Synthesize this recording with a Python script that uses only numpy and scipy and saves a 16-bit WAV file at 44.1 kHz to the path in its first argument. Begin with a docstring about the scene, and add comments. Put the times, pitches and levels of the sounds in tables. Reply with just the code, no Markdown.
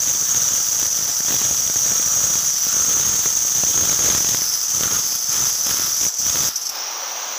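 """A handheld electric cutter drives its diamond blade through a stone tile, close to a small microphone.
From the start the hand pushes and eases off in turn: grit keeps the steel blade ringing near 6 kHz, the kerf
rasps, the tile booms and dust sprays; hard grains crack out and loud crests overload the microphone and sputter.
Near the end the blade grazes the edge a few times, is lifted clear and rings on faintly
in the rush of its fan and the rising whirr of its gears. Floor and walls answer with faint echoes."""
import sys
import numpy as np
from scipy import signal
from scipy.fft import rfft, irfft
from scipy.io import wavfile
from scipy.ndimage import uniform_filter1d, minimum_filter1d

SR = 44100
rng = np.random.default_rng(int(sys.argv[2]) if len(sys.argv) > 2 else 0)


def transcribe(u):
    """Save the signal u as a 16-bit wav file named by the first command-line argument.

    u: samples, shape (n,) or (channels, n), limited to [-1, 1]; the rate is SR.
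    q: integer samples, one column per channel.
    """
    v = np.clip(np.atleast_2d(u).T, -1, 1)
    q = np.round(v * 32767).astype(np.int16)
    wavfile.write(sys.argv[1], SR, q)


N = 325458
TIME = np.arange(N) / SR

# how hard the rim rubs sideways: (time [s], share of the rasp [0-1])
SIDEWAYS = [(0, 0.19), (1.1, 0.39), (1.65, 0.28), (2.27, 0.21), (2.57, 0.51), (2.8, 0.23), (3.4, 0.27),
            (3.87, 0.31), (4.17, 0.5), (4.33, 0.47), (4.51, 0.9), (4.72, 0.28), (4.97, 0.3), (5.11, 0.86),
            (5.37, 0.5), (5.88, 0.66), (6.3, 0.41), (6.55, 0.72)]

# how each layer answers the hand: (level at light contact [dB], change per push [dB/dB],
# change per easing [dB/dB], change when fully sideways [dB], change at full depth [dB])
RING_LAW = (-17.5, 0.34, -0.54, -8.5, -0.2)
RASP_LAW = (-28, 0, -.5, 3.5, 1)
SIZZLE_LAW = (-32, 0.1, -0.7, 0, -1)
TILE_LAW = (-44.5, 0.95, -0.6, -3, 3.5)
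STONE_LAW = (-37, 0.84, -0.71, -2.5, 0)
SPRAY_LAW = (-39.5, 0.13, -1.0, 2.5, 5.5)
SPUTTER_LAW = (-41.5, 1.47, -1.9, -8, -0.5)
# upper main blade mode against the lower: pushing favours the upper, easing and sideways rubbing the lower
LEAN_LAW = (1.5, 0.33, -0.1, -11.5, 1)

# the blade backs out of the kerf to brush the edge, later the rim leaves the stone: (start [s], end [s])
BACK_OUT_S, LIFT_S = (6.49, 6.515), (6.70, 6.81)
# change of each layer while the rim only brushes the edge
BRUSH_STEEL_DB, BRUSH_RASP_DB, BRUSH_STONE_DB, BRUSH_SPRAY_DB = -16, -7.5, -5, -10
# the steel catches again at once after an easing, the stone breaks a little later
STEEL_RETURN_S, STONE_RETURN_S = 0.0088, 0.043
# slow unrest of blade pitch, mode balance and sputter; quicker flicker of the layers
UNREST_HZ, FLICKER_HZ = 7.3, 50


def gain_of(db):
    """Decibels to amplitude."""
    return 10 ** (np.asarray(db) / 20)


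def evened(x):
    """Scales to rms 1."""
    return x / np.sqrt(np.mean(x ** 2) + 1e-20)


def follow(rows):
    """Every column of a curve table, sample by sample."""
    s, *columns = np.transpose(rows)
    return [np.interp(TIME, s, c) for c in columns]


def wander(rate_hz):
    """Smooth chance of rms 1: noise that falls off steeply above rate_hz."""
    hz = np.fft.rfftfreq(N, 1 / SR)
    spectrum = rfft(rng.standard_normal(N)) / np.sqrt(1 + (hz / rate_hz) ** 4)
    return evened(irfft(spectrum, N))


def colour(x, points, size=4096):
    """Causal minimum-phase filter with the given spectrum."""
    f, db = np.transpose(points)
    hz = abs(np.fft.fftfreq(size, 1 / SR))
    log_gain = np.log(gain_of(np.interp(np.log(hz + 1), np.log(f), db)))
    # the Hilbert transform of the log gain gives the phase
    taps = np.fft.ifft(np.exp(np.conj(signal.hilbert(log_gain)))).real
    return signal.oaconvolve(x, taps[:size // 2])[:N]


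def resonate(x, hz, width_hz):
    """A steep resonance of gain 1, fixed or moving: shift down to 0 Hz, smooth, shift back."""
    turn = np.exp(2j * np.pi * np.cumsum(hz * np.ones(N)) / SR)
    r = np.exp(-np.pi * width_hz / SR)
    smooth = signal.lfilter([(1 - r) ** 2], [1, -2 * r, r * r], x / turn)
    return 2 * (turn * smooth).real


def grit(force):
    """Countless tiny fractures, as strong as the contact force."""
    return force * rng.standard_normal(N)


def modes(force, table):
    """Each mode is driven by its own share of the grit."""
    return sum(gain_of(db) * resonate(grit(force), hz, width) for hz, width, db in table)


def strikes(kicks, length_s):
    """One short smooth push for each grain, which peaks after length_s."""
    u = TIME[:2048] / length_s
    return signal.oaconvolve(kicks, u * np.exp(1 - u))[:N]


def in_cut(lifted):
    """1 while the blade touches the stone, the given value once it is lifted clear."""
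    return np.interp(TIME, LIFT_S, [1, lifted])


def workshop(x):
    """Floor and nearby walls send back a faint, short spray of echoes."""
    wet_db, t60, t = -18, .15, TIME[:SR // 4]
    echoes = rng.choice([-1., 1.], len(t)) * (rng.random(len(t)) < 2000 / SR)
    # nothing returns in the first 3 ms
    taps = echoes * (t > .003) * gain_of(-60 * t / t60)
    return x + gain_of(wet_db) * signal.oaconvolve(x, taps / np.linalg.norm(taps))[:N]


def free_run():
    """The fan's steady rush of air is heard louder after the cut, and the gears whirr higher."""
    # whirr of the gears as the freed motor speeds up: (time [s], pitch [Hz], level [dB])
    spin_up = [(6.68, 5200, -49), (6.77, 5360, -30), (6.92, 5600, -33.5), (7.1, 5880, -32),
               (7.38, 6440, -33.5)]
    # rush of the cooling fan: (frequency [Hz], relative density [dB per Hz])
    fan_spectrum = [(30, -56), (100, -28), (200, -20), (350, -11), (550, -2.5), (800, 1), (1200, 1),
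                    (1900, -7), (3400, -5.5), (4300, -7), (5600, -2.5), (6700, -9), (7500, -19),
                    (9000, -23), (13800, -26), (15000, -14)]
    during_db, after_db, rise_db_per_s = -42.5, -31, 2
    whirr_hz, whirr_db = follow(spin_up)
    whirr = gain_of(whirr_db) * evened(resonate(rng.standard_normal(N), whirr_hz, width_hz=770))
    # the rush comes up quickly as the cut ends, then keeps growing slowly
    during = np.interp(TIME, (6.68, 6.755), [1, 0])
    rush_db = during * during_db + (1 - during) * (after_db + rise_db_per_s * (TIME - LIFT_S[1]))
    return whirr + gain_of(rush_db) * evened(colour(rng.standard_normal(N), fan_spectrum))


def held(start, length, rise_s, fall_s):
    """Attack, hold and release of one move of the hand, 0-1."""
    release = max(length, rise_s)
    return np.interp(TIME - start, [0, rise_s, release, release + fall_s], [0, 1, 1, 0])


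def pushing():
    """The hand leans on the cutter: push, extra boom and extra ring in dB, sample by sample."""
    # (start [s], length [s], push [dB], extra boom of the tile [dB], extra ring of the blade [dB])
    pushes = [(0.038, 0.055, 4.5, -8, -1), (0.286, .25, 3, 1.5, 0), (0.737, .10, 3, -1.5, 0),
              (1.03, 0.053, 3, -2, -1.5), (1.271, 0.048, 8, -10, -1), (1.38, 0.13, 5, -3, 0),
              (1.822, 0.15, 3, 2, 0.5), (2.014, 0.37, 2.5, 3, 1), (2.447, 0.037, 4.5, -2, 3.5),
              (2.683, 0.16, 2.5, 4, 1), (2.868, 0.27, 4, 1, 0), (3.233, 0.027, 6.5, -2, 0),
              (3.53, 0.17, 3.5, -2, 0.5), (3.73, .21, 6, 0, 0), (3.99, .17, 8.5, -1.5, 0.5),
              (4.205, 0.14, 4.5, -8, 0), (4.736, .09, 2, 0, 0.5), (4.82, .15, 4.5, 3, -2.5),
              (5.28, 0.17, 4.5, 1, 0.8), (5.645, .24, 4, 1.5, -1.5), (6.003, 0.042, 4.5, -5, 3),
              (6.261, 0.22, 5.5, -1, -0.5)]
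    moves = np.array([held(s, length, rise_s=0.018, fall_s=0.065) for s, length, *_ in pushes])
    return np.array(pushes)[:, 2:].T @ moves


def easing(return_s):
    """The hand lets go slowly and the rim barely touches: easing in dB, sample by sample."""
    # (start [s], length [s], easing [dB])
    easings = [(0.58, 0.14, 0.5), (1.11, 0.044, 0.5), (2.487, .035, 6), (2.564, 0.08, 1), (3.36, .14, -0.4),
               (3.936, .035, 0), (4.555, 0.13, 4), (5.165, .115, 4.5), (5.567, 0.07, 3.5), (5.91, .06, 2.5),
               (6.082, 0.1, 15)]
    return sum(db * held(s, length, 0.03, return_s) for s, length, db in easings)


def answer(law, push_db, ease_db):
    """Level in dB by one law, from the pressure of the hand, the twist of the rim and the depth of the kerf."""
    # depth of the blade in the kerf: (time [s], share [0-1])
    depth = [(0, 0.36), (1.45, 0.4), (2.1, 0.2), (3.2, .35), (3.55, 0.16), (4.3, .9), (5.0, 0.9), (5.85, 1),
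             (6.2, .45), (6.5, 1)]
    light_db, per_push, per_ease, sideways_db, deep_db = law
    hand_db = per_push * push_db + per_ease * ease_db
    return light_db + hand_db + sideways_db * follow(SIDEWAYS)[0] + deep_db * follow(depth)[0]


def level(law, push_db, ease_db, brush_db, flicker_db=.6):
    """Flickering gain of one layer: its law in the kerf, less while brushing the edge, nothing once lifted."""
    backed_out_db = np.interp(TIME, BACK_OUT_S, [0, brush_db])
    return in_cut(0) * gain_of(answer(law, push_db, ease_db) + backed_out_db + flicker_db * wander(FLICKER_HZ))


def hard_grains(pressure_db):
    """One kick for each hard grain that catches the blade, among small random ones, more often under pressure."""
    # hard grains that catch the blade: (time [s], relative level [dB])
    bites = [(0.828, -20), (1.205, -21), (1.283, -23), (1.308, -17), (1.324, -19), (1.342, -23),
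             (1.415, -19.5), (1.511, -19), (1.699, -18), (1.76, -20.5), (1.861, -23), (1.918, -19),
             (1.997, -19.5), (2.355, -19), (2.668, -21), (2.767, -18), (2.798, -25), (2.914, -21),
             (2.97, -20), (3.193, -27), (3.259, -15), (3.45, -26), (3.636, -13.5), (3.776, -15),
             (3.791, -22), (3.836, -23), (3.895, -20), (3.928, -20.5), (3.991, -17), (4.004, -24),
             (4.025, -25), (4.045, -17), (4.062, -17), (4.087, -16), (4.101, -14), (4.121, -26),
             (4.149, -9), (4.179, -21), (4.206, -20), (4.246, -19), (4.289, -18.5), (4.346, -13.5),
             (4.418, -20), (4.809, -16.5), (4.834, -11), (4.857, -22), (4.875, -23), (4.91, -22),
             (5.668, -22), (5.71, -20), (5.798, -20.5), (6.014, -23), (6.032, -21), (6.065, -21),
             (6.264, -22.5), (6.357, -17), (6.37, -21), (6.434, -26), (6.475, -26)]
    light_per_s, rate_growth, grain_db, spread_db = 5, 2.8, -27, 2  # growth in dB per dB of pressure
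    rate = light_per_s * gain_of(rate_growth * pressure_db) * np.interp(TIME, BACK_OUT_S, [1, 0])
    sizes = gain_of(grain_db + spread_db * rng.uniform(-0.61, 1, N))
    kicks = sizes * (rng.random(N) < rate / SR)
    for s, db in bites:
        kicks[round(s * SR)] = gain_of(db)
    return kicks


def chips(per_s=170., spread_db=2.5, decay_s=0.00062):
    """Small chips snap off at random: each a sudden jump of force that dies at once."""
    sizes = gain_of(spread_db * np.minimum(rng.exponential(1, N), 3.5))
    jumps = sizes * (rng.random(N) < per_s / SR)
    return signal.lfilter([1], [1, -np.exp(-1 / (decay_s * SR))], jumps)


def contact(kicks, judder_db=0.5, chatter_db=0.26, turn_db=1.75, chip=0.52, bite=11.0, bite_s=0.00016):
    """Force on the rim: the hand judders, the rim rubs harder once a turn and snaps off chips, grains bite."""
    mean_turns_hz = 126.6
    turns = np.cumsum(mean_turns_hz * (1 + 0.0898 * wander(25.1))) / SR
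    unrest_db = judder_db * wander(25.0) + chatter_db * wander(360) + turn_db * np.sin(2 * np.pi * turns)
    # the chip jumps are weaker once the blade is lifted
    force = gain_of(unrest_db) * (1 + chip * in_cut(.2) * chips())
    return evened(force) * (1 + bite * strikes(kicks, bite_s))


def grazes(fade=0.62):
    """Envelopes of ring, rasp and spray as the rim brushes the edge: a sudden touch that eases off."""
    # (start [s], length [s], ring [dB], rasp [dB], spray [dB])
    touches = [(6.139, 0.012, -22, -33, -48), (6.168, 0.018, -28, -32, -50),
               (6.556, 0.032, -23.5, -25, -37), (6.613, 0.029, -27, -27, -46),
               (6.652, 0.037, -38, -24.5, -43), (6.691, 0.013, -23, -24, -29)]
    out = np.zeros((3, N))
    for s, length, *db in touches:
        u = np.clip((TIME - s) / length, 0, 1)
        out += gain_of(db)[:, None] * np.minimum(20 * u, 1) * (1 - u ** 2) ** fade
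    return out


def spray(force):
    """Dust thrown from the kerf hisses with the fractures of the stone."""
    # (frequency [Hz], relative density [dB per Hz])
    spray_spectrum = [(7000, -11), (9500, -8.5), (10450, -13), (10850, 3.5), (11200, 1.5), (11650, 1),
                      (12100, -2.5), (12700, -2), (13100, -3), (13900, -5), (15500, -15)]
    return evened(colour(grit(force), spray_spectrum))


def tile(force):
    """The tile booms in one broad resonance, driven by the grit."""
    return evened(resonate(grit(force), 1312, width_hz=470))


def breaking_stone(force):
    """Brittle stone crumbles in countless fractures, coloured by one broad spectrum."""
    # (frequency [Hz], relative density [dB per Hz])
    stone_spectrum = [(150, -18), (400, -10), (900, -4), (1280, -8), (1750, -1.5), (2300, -6), (2750, -4),
                      (3350, 2.5), (4100, -1.5), (5500, -19), (9000, -29), (14000, -33)]
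    return evened(colour(grit(force), stone_spectrum))


def knocks(kicks, pop_s=0.00031, low_hz=95, crack_db=0., crack_s=0.00061, push_db=0.5):
    """A hard grain breaks out with a crack and overloads the microphone: one inward push that swings back."""
    # crack of a hard grain breaking out: (frequency [Hz], relative density [dB per Hz])
    crack_spectrum = [(200, -25), (600, -1), (1400, 3.5), (2200, 2), (3500, -4), (4500, -1), (7000, -2),
                      (14000, -24)]
    high_pass = signal.butter(2, low_hz, "high", fs=SR, output="sos")
    push = signal.sosfilt(high_pass, -strikes(kicks, pop_s))
    crack = colour(grit(strikes(kicks, crack_s)), crack_spectrum)
    return gain_of(push_db) * push + gain_of(crack_db) * crack


def sputter(ring):
    """The microphone flattens crests on one side only, so each burst of ring leaves a low pop."""
    # (frequency [Hz], relative density [dB per Hz])
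    sputter_spectrum = [(20, -34), (50, -6.5), (85, 1), (125, 2.5), (200, 3.5), (450, -3.5), (900, -4),
                        (2000, -6.5), (3500, -7), (4800, -26), (6000, -70), (20000, -64)]
    knee, ceiling = 1.0, 2.0
    crests = np.maximum(ceiling * np.tanh(ring / ceiling) - knee, 0)
    pops = colour(crests.mean() - crests, sputter_spectrum)
    # the pops keep an even strength over a fraction of a second
    return pops / np.sqrt(uniform_filter1d(pops ** 2, size=3500) + 1e-12)


def rasp(force, rim_db=1.5):
    """Scraping in the kerf, which turns to a broad screech when the rim rubs sideways."""
    # scrape: (frequency [Hz], relative density [dB per Hz])
    rasp_spectrum = [(3800, -37), (4350, -12.5), (4560, -1.5), (4750, -8), (5150, -10), (5700, 8),
                     (6300, 2), (6800, -24), (7600, -1), (8300, -24), (10400, -18.5), (13500, -33)]
    # modes of the rim rubbing on the wall of the kerf: (frequency [Hz], width [Hz], relative level [dB])
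    rim_modes = [(4536, 180, -10), (4940, 430, -4.5), (5167, 250, -2), (5340, 190, -0.5), (5635, 210, 2.5),
                 (6223, 160, 3.5), (6680, 1100, -12), (7900, 200, -12), (11430, 580, -9)]
    share = np.clip(follow(SIDEWAYS)[0], 0, 1)
    scrape = evened(colour(grit(force), rasp_spectrum))
    screech = gain_of(rim_db) * evened(modes(force, rim_modes))
    return np.sqrt(1 - share) * scrape + np.sqrt(share) * screech


def sizzle(force):
    """The highest blade modes answer the sharpest contacts most; half as strong once lifted."""
    # (frequency [Hz], width [Hz], relative level [dB])
    sizzle_modes = [(14290, 260, -5), (14720, 520, -4), (15150, 420, 0), (15420, 300, -5)]
    return in_cut(.5) * evened(modes(force ** 1.5, sizzle_modes))


def blade(force, lean_db):
    """The steel disc rings in two main modes and higher ones, which weaken when it leaves the stone."""
    # pitch of the lower main mode: (time [s], frequency [Hz])
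    whine = [(0, 6016), (1.1, 5960), (2.0, 5914), (2.7, 5956), (2.85, 6073), (4.6, 6020), (5.1, 6128),
             (6.4, 5924), (6.85, 5870)]
    # higher modes: (frequency [Hz], width [Hz], relative level [dB])
    upper_modes = [(7064, 183, -8.5), (7424, 186, -11.5), (7810, 204, -17), (8300, 190, -21.5),
                   (9034, 300, -19), (9910, 230, -23), (11150, 120, -22.5), (12440, 180, -22)]
    # pitch and balance never hold quite still
    whine_hz = follow(whine)[0] + 10 * wander(UNREST_HZ)
    lean_db = lean_db + 1.5 * wander(UNREST_HZ)
    lower = (whine_hz, 250, -lean_db / 2)
    upper = (6520, 190, 1.5 + lean_db / 2)
    return evened(modes(force, [lower, upper]) + in_cut(0.41) * modes(force, upper_modes))


def scene(knock_db=1.0, spiky=1.34, stone_spiky=1.72):
    """All the layers of the cut share one hand and one contact force."""
    push_db, boom_db, ring_db = pushing()
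    steel_ease_db, stone_ease_db = easing(STEEL_RETURN_S), easing(STONE_RETURN_S)
    ring_level = level(RING_LAW, push_db, steel_ease_db, BRUSH_STEEL_DB) * gain_of(ring_db)
    rasp_level = level(RASP_LAW, push_db, steel_ease_db, BRUSH_RASP_DB)
    sizzle_level = level(SIZZLE_LAW, push_db, steel_ease_db, BRUSH_RASP_DB)
    sputter_level = level(SPUTTER_LAW, push_db, steel_ease_db, BRUSH_STEEL_DB)
    sputter_level *= gain_of(2 * wander(UNREST_HZ))
    tile_level = level(TILE_LAW, push_db, stone_ease_db, BRUSH_STONE_DB) * gain_of(boom_db)
    stone_level = level(STONE_LAW, push_db, stone_ease_db, BRUSH_STONE_DB)
    spray_level = level(SPRAY_LAW, push_db, stone_ease_db, BRUSH_SPRAY_DB)
    ring_graze, rasp_graze, spray_graze = grazes()
    kicks = hard_grains(push_db - stone_ease_db)
    force = contact(kicks)
    # brittle stone answers the peaks of force most
    stone = tile_level * tile(force ** spiky)
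    stone += stone_level * breaking_stone(force ** stone_spiky)
    stone += np.hypot(spray_level, spray_graze) * spray(force ** spiky)
    # the steel still sings once the blade spins free
    lifted = 1 - in_cut(0)
    ring = blade(force, answer(LEAN_LAW, push_db, steel_ease_db))
    steel = (np.hypot(ring_level, ring_graze) + lifted * gain_of(-31)) * ring
    steel += np.hypot(rasp_level, rasp_graze) * rasp(force)
    # the top sizzle flickers most
    sizzle_flicker = gain_of(1.1 * wander(FLICKER_HZ))
    steel += (sizzle_level + lifted * gain_of(-33)) * sizzle_flicker * sizzle(force)
    # the overload arises in the microphone, so it has no echoes
    overload = sputter_level * sputter(ring) + gain_of(knock_db) * knocks(kicks)
    return (workshop(steel + stone + free_run()) + overload)[None]


def record(dry, ceiling=0.43, edge_hz=15530):
    """A fast limiter rounds off the tallest bursts; then a low-pass sets the band limit."""
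    # peak level over about 1 ms, smoothed
    crest = uniform_filter1d(-minimum_filter1d(-abs(dry[0]), size=45), size=45)
    limited = dry / (1 + (crest / ceiling) ** 6) ** (1 / 6)
    low_pass = signal.firwin(1023, edge_hz, window=("kaiser", 9), fs=SR)
    return signal.oaconvolve(limited, low_pass[None], "same")


dry = scene()
out = record(dry)
transcribe(out)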